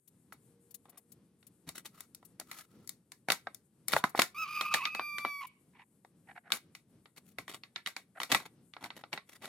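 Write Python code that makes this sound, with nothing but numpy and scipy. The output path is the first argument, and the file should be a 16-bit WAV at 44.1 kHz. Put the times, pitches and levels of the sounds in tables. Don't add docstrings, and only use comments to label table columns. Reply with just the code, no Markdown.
import sys
import numpy as np
from scipy import signal
from scipy.fft import rfft, irfft
from scipy.io import wavfile
from scipy.ndimage import uniform_filter1d

SR = 44100
rng = np.random.default_rng(int(sys.argv[2]) if len(sys.argv) > 2 else 0)


def master(y):
    cut = np.clip(np.atleast_2d(y).T, -1, 1)
    pcm = np.round(cut * 32767)
    wavfile.write(sys.argv[1], SR, pcm.astype(np.int16))


N = 418068
TOP_HZ = 15900


def undb(db):
    return 10 ** (np.asarray(db) / 20)


def unit(x):
    return x / np.sqrt(np.mean(x ** 2) + 1e-20)


def freqs(size):
    return np.maximum(np.fft.rfftfreq(size, 1 / SR), 1)


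def contour(points, hz):
    freq_hz, level_db = np.transpose(points)
    return np.interp(np.log(hz), np.log(freq_hz), level_db)


def band(x, lo_hz, hi_hz, order=2):
    sos = signal.butter(order, [lo_hz, min(hi_hz, SR / 2 - 1)], "band", fs=SR, output="sos")
    return signal.sosfilt(sos, x)


def resonate(x, modes):
    return sum(undb(db) * band(x, hz - width / 2, hz + width / 2, order=1) for hz, width, db in modes)


def walk(rate_hz):
    hold = max(int(SR / rate_hz), 1)
    steps = np.repeat(rng.standard_normal(N // hold + 1), hold)
    return unit(uniform_filter1d(uniform_filter1d(steps, hold), hold)[:N])


def add(track, start_s, x):
    i = max(int(start_s * SR), 0)
    track[..., i:i + x.shape[-1]] += x[..., :max(N - i, 0)]


# start_s, level_db, pitch_hz
POPS_AND_TICKS = [(2.1479, -48, 9150), (2.875, -47.9, 8600), (2.8925, -38, 8300), (3.47, -35, 1550),
                  (3.5462, -46.5, 8790), (4.1489, -30, 950), (4.8536, -30, 3256), (4.9951, -30, 1680),
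                  (5.249, -27.5, 1670), (6.5205, -24.5, 5330), (6.7503, -48, 5530), (7.057, -57.5, 2100),
                  (7.6352, -47.5, 3920), (7.7599, -36.5, 3450), (7.8616, -35, 4650), (8.7365, -50, 3500),
                  (8.766, -44.5, 1710), (8.9039, -43.5, 2080), (9.0376, -44, 1750), (9.1296, -36, 2670),
                  (9.1757, -40.5, 2130)]
# start_s, level_db, pitch_hz
CRACKS_AND_KNOCKS = [(0.3232, -48.5, 1210), (0.855, -58.5, 500), (1.428, -66, 3020), (1.6903, -42.5, 5900),
                     (1.862, -49.5, 5730), (2.006, -44.5, 8700), (2.228, -57.5, 640), (2.3989, -41.5, 8600),
                     (2.514, -43, 4500), (3.1193, -49, 5800), (3.2857, -29.5, 1300), (3.302, -23.5, 2100),
                     (3.3198, -27, 4710), (3.8829, -31, 9000), (3.93, -33.5, 4150), (3.9347, -23.5, 1340),
                     (3.9643, -20.5, 734), (4.0397, -20, 815), (4.1916, -20, 945), (4.1949, -23, 3448),
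                     (4.2185, -23.5, 4070), (4.6106, -29.5, 1720), (4.7398, -26, 3400), (4.7435, -25, 2000),
                     (4.9483, -36, 1646), (5.1832, -37, 2047), (6.048, -54, 860), (6.5035, -45, 1100),
                     (7.3849, -37.5, 1720), (7.4799, -44, 2320), (7.872, -35.5, 3120), (7.9648, -38, 2550),
                     (8.2012, -34, 1560), (8.216, -38, 1850), (8.2322, -35.5, 3630), (8.3174, -25, 3580),
                     (8.3227, -26.5, 3370), (8.3471, -21.5, 2000), (8.841, -42.5, 2960), (9.455, -45, 3800)]


def snaps():
    narrow = impacts(POPS_AND_TICKS, below_db_per_oct=8.5, above_db_per_oct=27)
    broad = impacts(CRACKS_AND_KNOCKS, below_db_per_oct=5.5, above_db_per_oct=7)
    return narrow + broad


# low_hz, centre_hz, high_hz
IMPACT_BANDS = [(150, 800, 1400), (1400, 2600, 5000), (5000, 8500, 16000)]


def impacts(events, below_db_per_oct, above_db_per_oct, creep_db=-29, stereo_spread=.6):
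    lead_s, snap_s = .012, .006
    decay_s, ring_t60_s, ring_db = (.0023, .0019, .0014), (.12, .15, .15), (-15.5, -16, -15.5)
    out, t = np.zeros((2, N)), np.arange(SR // 4) / SR - lead_s
    after_s = np.maximum(t, 0)
    for start_s, level_db, pitch_hz in events:
        burst, wash = rng.standard_normal((2, 1, len(t)))
        per_port = stereo_spread * rng.standard_normal((2, len(t)))
        octaves = np.log2(np.array(IMPACT_BANDS)[:, 1] / pitch_hz)
        shape_db = np.minimum(below_db_per_oct * octaves, -above_db_per_oct * octaves)
        band_db = level_db + shape_db - 10 * np.log10(np.sum(undb(shape_db) ** 2))
        for i, (low_hz, centre_hz, high_hz) in enumerate(IMPACT_BANDS):
            pulse = np.where(t < 0, undb(creep_db) * np.exp(2 * t / snap_s), np.exp(-after_s / decay_s[i]))
            push = (burst if i == 0 else burst + per_port) * pulse
            swing_hz = np.clip(pitch_hz, centre_hz * .81, centre_hz * 1.4)
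            push = band(push, swing_hz * .59, swing_hz * 1.87, order=1) + undb(-12) * push
            crack = band(shell(push, broad_db=-5), low_hz, high_hz, order=3)
            crack *= np.sqrt(snap_s * SR / np.sum(crack.mean(axis=0) ** 2))
            waves = (wash + per_port) * undb(-60 * after_s / ring_t60_s[i])
            ring = band(shell(waves, broad_db=-15.5), low_hz, high_hz, order=3)
            ring *= 1 - np.exp(-2 * after_s / snap_s)
            ring /= np.std(ring[:, :SR // 20])
            tail_db = (band_db[i] + band_db[1]) / 2 + ring_db[i]
            add(out, start_s - lead_s, undb(band_db[i]) * crack + undb(tail_db) * ring)
    return out


# freq_hz, width_hz, gain_db
SHELL_MODES = [(300, 410, -4.5), (770, 280, -2), (1134, 110, -3.5), (1340, 160, -3.5), (2000, 160, 3.5),
               (2194, 120, 0.5), (3560, 810, -7.5)]


def shell(x, broad_db, crease_db=2.5, grip_detune=.02, crease_min_hz=900):
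    detune = 1 + grip_detune * rng.standard_normal()
    modes = resonate(x, np.array(SHELL_MODES) * [detune, 1, 1])
    crease = sum(band(x, hz, hz * 1.05, order=1) for hz in crease_min_hz * np.exp(rng.random(2)))
    return modes + undb(crease_db) * crease + undb(broad_db) * x


# start_s, end_s, level_db, tilt_db_per_oct
CRINKLE_SPELLS = [(0.836, 1.013, -71.5, -7.5), (1.664, 1.704, -60.5, -1), (1.742, 1.81, -55, 0.5),
                  (1.841, 1.879, -58, 0), (2.39, 2.43, -61.5, -6.5), (2.485, 2.66, -60, 1),
                  (3.88, 4.009, -46, -0.5), (4.149, 4.219, -48.5, -2.5), (6.516, 6.582, -52, 1),
                  (7.159, 7.191, -64.5, -0.5), (7.243, 7.333, -74, 2.5), (7.468, 7.582, -53.5, -2),
                  (8.288, 8.367, -41, -4.5), (8.384, 8.474, -56.5, -3.5), (8.796, 8.886, -54, -4.5),
                  (8.95, 9.02, -60.5, -3), (9.116, 9.19, -51.5, -3.5), (9.262, 9.38, -63.5, -1),
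                  (9.403, 9.536, -52.5, -3)]


def crinkles(slips_per_s=600, spread_db=5, decay_s=.0026, grip_db=5):
    out, t = np.zeros(N), np.arange(SR // 20) / SR
    grips = [undb(grip_db * walk(55)) for _ in range(4)]
    fade = np.exp(-t / decay_s) + undb(-15.5) * np.exp(-t / .014)
    for start_s, end_s, level_db, tilt_db_per_oct in CRINKLE_SPELLS:
        size = int((end_s - start_s) * SR)
        padded = size + len(t) - 1
        spell = np.zeros(padded)
        for grip in grips:
            onsets = rng.random(size) < slips_per_s / len(grips) / SR
            slips = onsets * undb(spread_db * np.minimum(rng.exponential(size=size), 3))
            slips *= np.roll(grip, -int(start_s * SR))[:size] * signal.windows.tukey(size)
            click = shell(rng.standard_normal(len(t)) * fade, broad_db=0, crease_db=-.5)
            spell += signal.fftconvolve(slips, click)
        tilt = undb(tilt_db_per_oct * np.log2(np.maximum(freqs(padded) / 700, 1)))
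        spell = irfft(rfft(band(spell, 150, TOP_HZ)) * tilt, padded)
        add(out, start_s, unit(spell) * np.sqrt(padded / size) * undb(level_db))
    return out


# start_s, length_s, level_db, pitch_hz
WALL_CREAKS = [(5.731, 0.11, -62, 920), (6.268, 0.072, -57, 783), (6.346, 0.052, -53, 790),
               (6.434, 0.07, -62.5, 716), (8.148, 0.046, -53, 700)]


def creaks(grain_db=5, upper_ratio=2.36, upper_db=-4):
    out = np.zeros(N)
    grain = undb(grain_db * walk(260))
    for start_s, length_s, level_db, pitch_hz in WALL_CREAKS:
        size = int(length_s * SR)
        pressure = signal.windows.triang(size)
        slips = rng.standard_normal(size) * pressure * np.roll(grain, -int(start_s * SR))[:size]
        slips = np.pad(slips, (0, SR // 20))
        upper_hz = pitch_hz * upper_ratio
        ring = band(slips, pitch_hz * .88, pitch_hz * 1.13)
        ring += undb(upper_db) * band(slips, upper_hz * .8, upper_hz * 1.18)
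        add(out, start_s, undb(level_db) * unit(ring) * np.sqrt(size / len(slips)))
    return out


# start_s, end_s, level_db
BLADE_RUBS = [(1.914, 2.073, -61), (2.448, 2.678, -59.5), (2.67, 2.9, -72)]
# freq_hz, width_hz, gain_db
RUBBED_WALL_MODES = [(1295, 85, 0.5), (1990, 140, -17)]


def rubs(broad_db=-19, grit_db=5):
    envelope = np.zeros(N)
    drag = rng.standard_normal(N) * undb(grit_db * walk(200))
    ring = unit(resonate(drag, RUBBED_WALL_MODES) + undb(broad_db) * drag)
    for start_s, end_s, level_db in BLADE_RUBS:
        add(envelope, start_s, undb(level_db) * signal.windows.tukey(int((end_s - start_s) * SR)))
    return envelope * ring


# start_s, level_db
BLADE_SWISHES = [(0.075, -53), (0.324, -50), (0.707, -50.5), (0.742, -39), (0.893, -50.5), (0.974, -45.5),
                 (1.118, -48.5), (1.466, -49.5), (2.249, -48.5), (4.092, -47), (5.467, -51)]


def swishes(swell_s=.0043, low_hz=9000):
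    out, t = np.zeros(N), np.arange(SR // 4) / SR
    envelope = t / swell_s * np.exp(1 - t / swell_s)
    for start_s, level_db in BLADE_SWISHES:
        hiss = band(rng.standard_normal(len(t)), low_hz, TOP_HZ, order=1)
        add(out, start_s, undb(level_db) * hiss * envelope)
    return out


# start_s, level_db
HAND_BUMPS = [(1.672, -48), (3.934, -40.5), (7.382, -51), (8.325, -53)]


def bumps(attack_s=.003, decay_s=.024):
    out, t = np.zeros(N), np.arange(SR // 4) / SR
    envelope = (1 - np.exp(-t / attack_s)) * np.exp(-t / decay_s)
    for start_s, level_db in HAND_BUMPS:
        thud = unit(band(rng.standard_normal(len(t)), 79, 270))
        add(out, start_s, undb(level_db) * thud * envelope)
    return out


# time_s, pitch_hz, level_db, hoarseness (0 = clear)
SQUEAL_PATH = [(4.348, 1130, -44.5, 0.76), (4.391, 1307, -35, .3), (4.435, 1272, -35, 0.49),
               (4.472, 1121, -45.5, 0.99), (4.503, 1226, -36.5, 0.67), (4.78, 1215, -38.5, .85),
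               (4.815, 1041, -43, 0.99), (4.864, 1232, -37, 0.72), (4.91, 1209, -52, 0.35),
               (5.039, 1189, -41.5, 0.051), (5.269, 1167, -40, 0.016), (5.398, 1125, -42.5, 0.07),
               (5.422, 1084, -38.5, 0.81), (5.461, 1004, -53.5, 1.23)]
SQUEAL_PARTIALS_DB = [-24, -16.5, -25, -34, -35.5, -30.5, -21.5, -29, -19.5, -18.5]


def squeal(jitter=.055, waver=.0022, shimmer_db=7, throb_db=5, rasp_db=-9, split_hz=2568.5, split_db=-40):
    t = np.arange(N) / SR
    time_s, *columns = np.transpose(SQUEAL_PATH)
    pitch_hz, level_db, hoarse = (np.interp(t, time_s, column) for column in columns)

    def gate(start_s, end_s, fade_s):
        return np.clip(np.minimum(t - start_s, end_s - t) / fade_s + .5, 0, 1)

    def shaken_phase(hz, depth):
        bend = 1 + waver * walk(40) + depth * hoarse * (.65 * walk(1000) + .25 * walk(220))
        return 2 * np.pi * np.cumsum(hz * bend) / SR

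    def flutter():
        return undb(shimmer_db * hoarse * (np.tanh(walk(230)) - 1 / 3))

    phase = shaken_phase(pitch_hz, jitter)
    overtones = sum(undb(db + 2 * walk(15)) * np.sin(k * phase)
                    for k, db in enumerate(SQUEAL_PARTIALS_DB, start=3))
    upper = np.sin(2 * phase) + overtones * (1 + hoarse)
    upper_gain = undb(6.5 - 15 * hoarse)
    noise = rng.standard_normal(N)
    rasp = unit(band(noise, 2400, 3100) + undb(-12.5) * band(noise, 1000, 6000))
    rasp *= 1 + np.cos(phase) / 2
    voice = np.sin(phase) * flutter() + upper_gain * upper * flutter()
    voice *= np.sqrt(2 / (1 + upper_gain ** 2))
    voice += undb(rasp_db) * hoarse ** 2 * rasp * flutter()
    split = undb(split_db) * np.sin(shaken_phase(split_hz, jitter / 2)) * flutter()
    voice *= undb(level_db + throb_db * hoarse * np.tanh(walk(35)))
    return gate(time_s[0], time_s[-1], .0076) * voice + gate(4.55, 5, .04) * split


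# freq_hz, density_db
YARD_SPECTRUM = [(30, -34), (70, -12.5), (120, -2.5), (190, 0), (440, -12), (650, -23), (2300, -33.5),
                 (6400, -36.5), (8700, -27.5), (12000, -31), (16000, -53.5)]
# time_s, level_db
YARD_LEVELS = [(2.6, -67.5), (3.097, -68.5), (9.4, -67)]


def yard(flutter_db=3, hiss_swing_db=3, crossover_hz=6400):
    hz = freqs(N)
    mid, side = (rfft(rng.standard_normal(N)) * undb(contour(YARD_SPECTRUM, hz)) for _ in range(2))
    side *= np.clip(hz / 2500, .13, .6)
    stereo = (mid + np.array([side, -side])) / np.std(irfft(mid, N))
    rumble = irfft(stereo * (hz < crossover_hz), N) * undb(flutter_db * walk(11))
    hiss = irfft(stereo * (hz >= crossover_hz), N) * undb(hiss_swing_db * walk(25))
    return (rumble + hiss) * undb(np.interp(np.arange(N) / SR, *np.transpose(YARD_LEVELS)))


def hum(pitch_hz=470, level_db=-72):
    t = np.arange(N) / SR
    envelope = np.interp(t, [.4, .5, 1.6], [0, 1, 0])
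    return undb(level_db + 2 * walk(7)) * np.sin(2 * np.pi * pitch_hz * t) * envelope


def walls(x, tail_db, t60_s, low_hz=250):
    t = np.arange(SR // 2) / SR
    noise = band(rng.standard_normal((2, len(t))), low_hz, 4500, order=1)
    tails = unit(noise * undb(-60 * t / t60_s) * (t > .01)) / np.sqrt(len(t))
    return x + undb(tail_db) * signal.fftconvolve(x, tails, axes=1)[:, :N]


def scatter(x, side_db=-4.5, decay_s=.0025):
    t = np.arange(SR // 20) / SR
    echo = band(rng.standard_normal(len(t)) * np.exp(-t / decay_s), 1600, TOP_HZ)
    side = signal.fftconvolve(x.mean(axis=0), undb(side_db) * echo / np.linalg.norm(echo))[:N]
    return x + np.array([side, -side])


def scene():
    cutting = snaps() + crinkles() + creaks() + rubs()
    bottle = walls(cutting + swishes() + bumps(), tail_db=-32.5, t60_s=.3)
    pan = undb([[-2], [1]])
    call = walls(squeal() * pan, tail_db=-19, t60_s=.4, low_hz=2000)
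    return scatter(bottle) + call + yard() + hum()


# freq_hz, left_minus_right_db
PORT_BALANCE = [(2200, 1), (5000, 1), (8500, 12.5), (14000, 22.5)]


def record(dry, right_lag_s=.00003, rolloff_hz=13600):
    hz = freqs(N)
    ratio = undb(contour(PORT_BALANCE, hz))
    ports = np.array([ratio, np.exp(-2j * np.pi * hz * right_lag_s)]) * 2 / (1 + ratio)
    rolloff = 1 / np.sqrt(1 + (hz / rolloff_hz) ** 10)
    top_cut = signal.ellip(8, .2, 70, TOP_HZ, fs=SR, output="sos")
    return signal.sosfilt(top_cut, irfft(rfft(dry) * ports * rolloff, N))


dry = scene()
out = record(dry)
master(out)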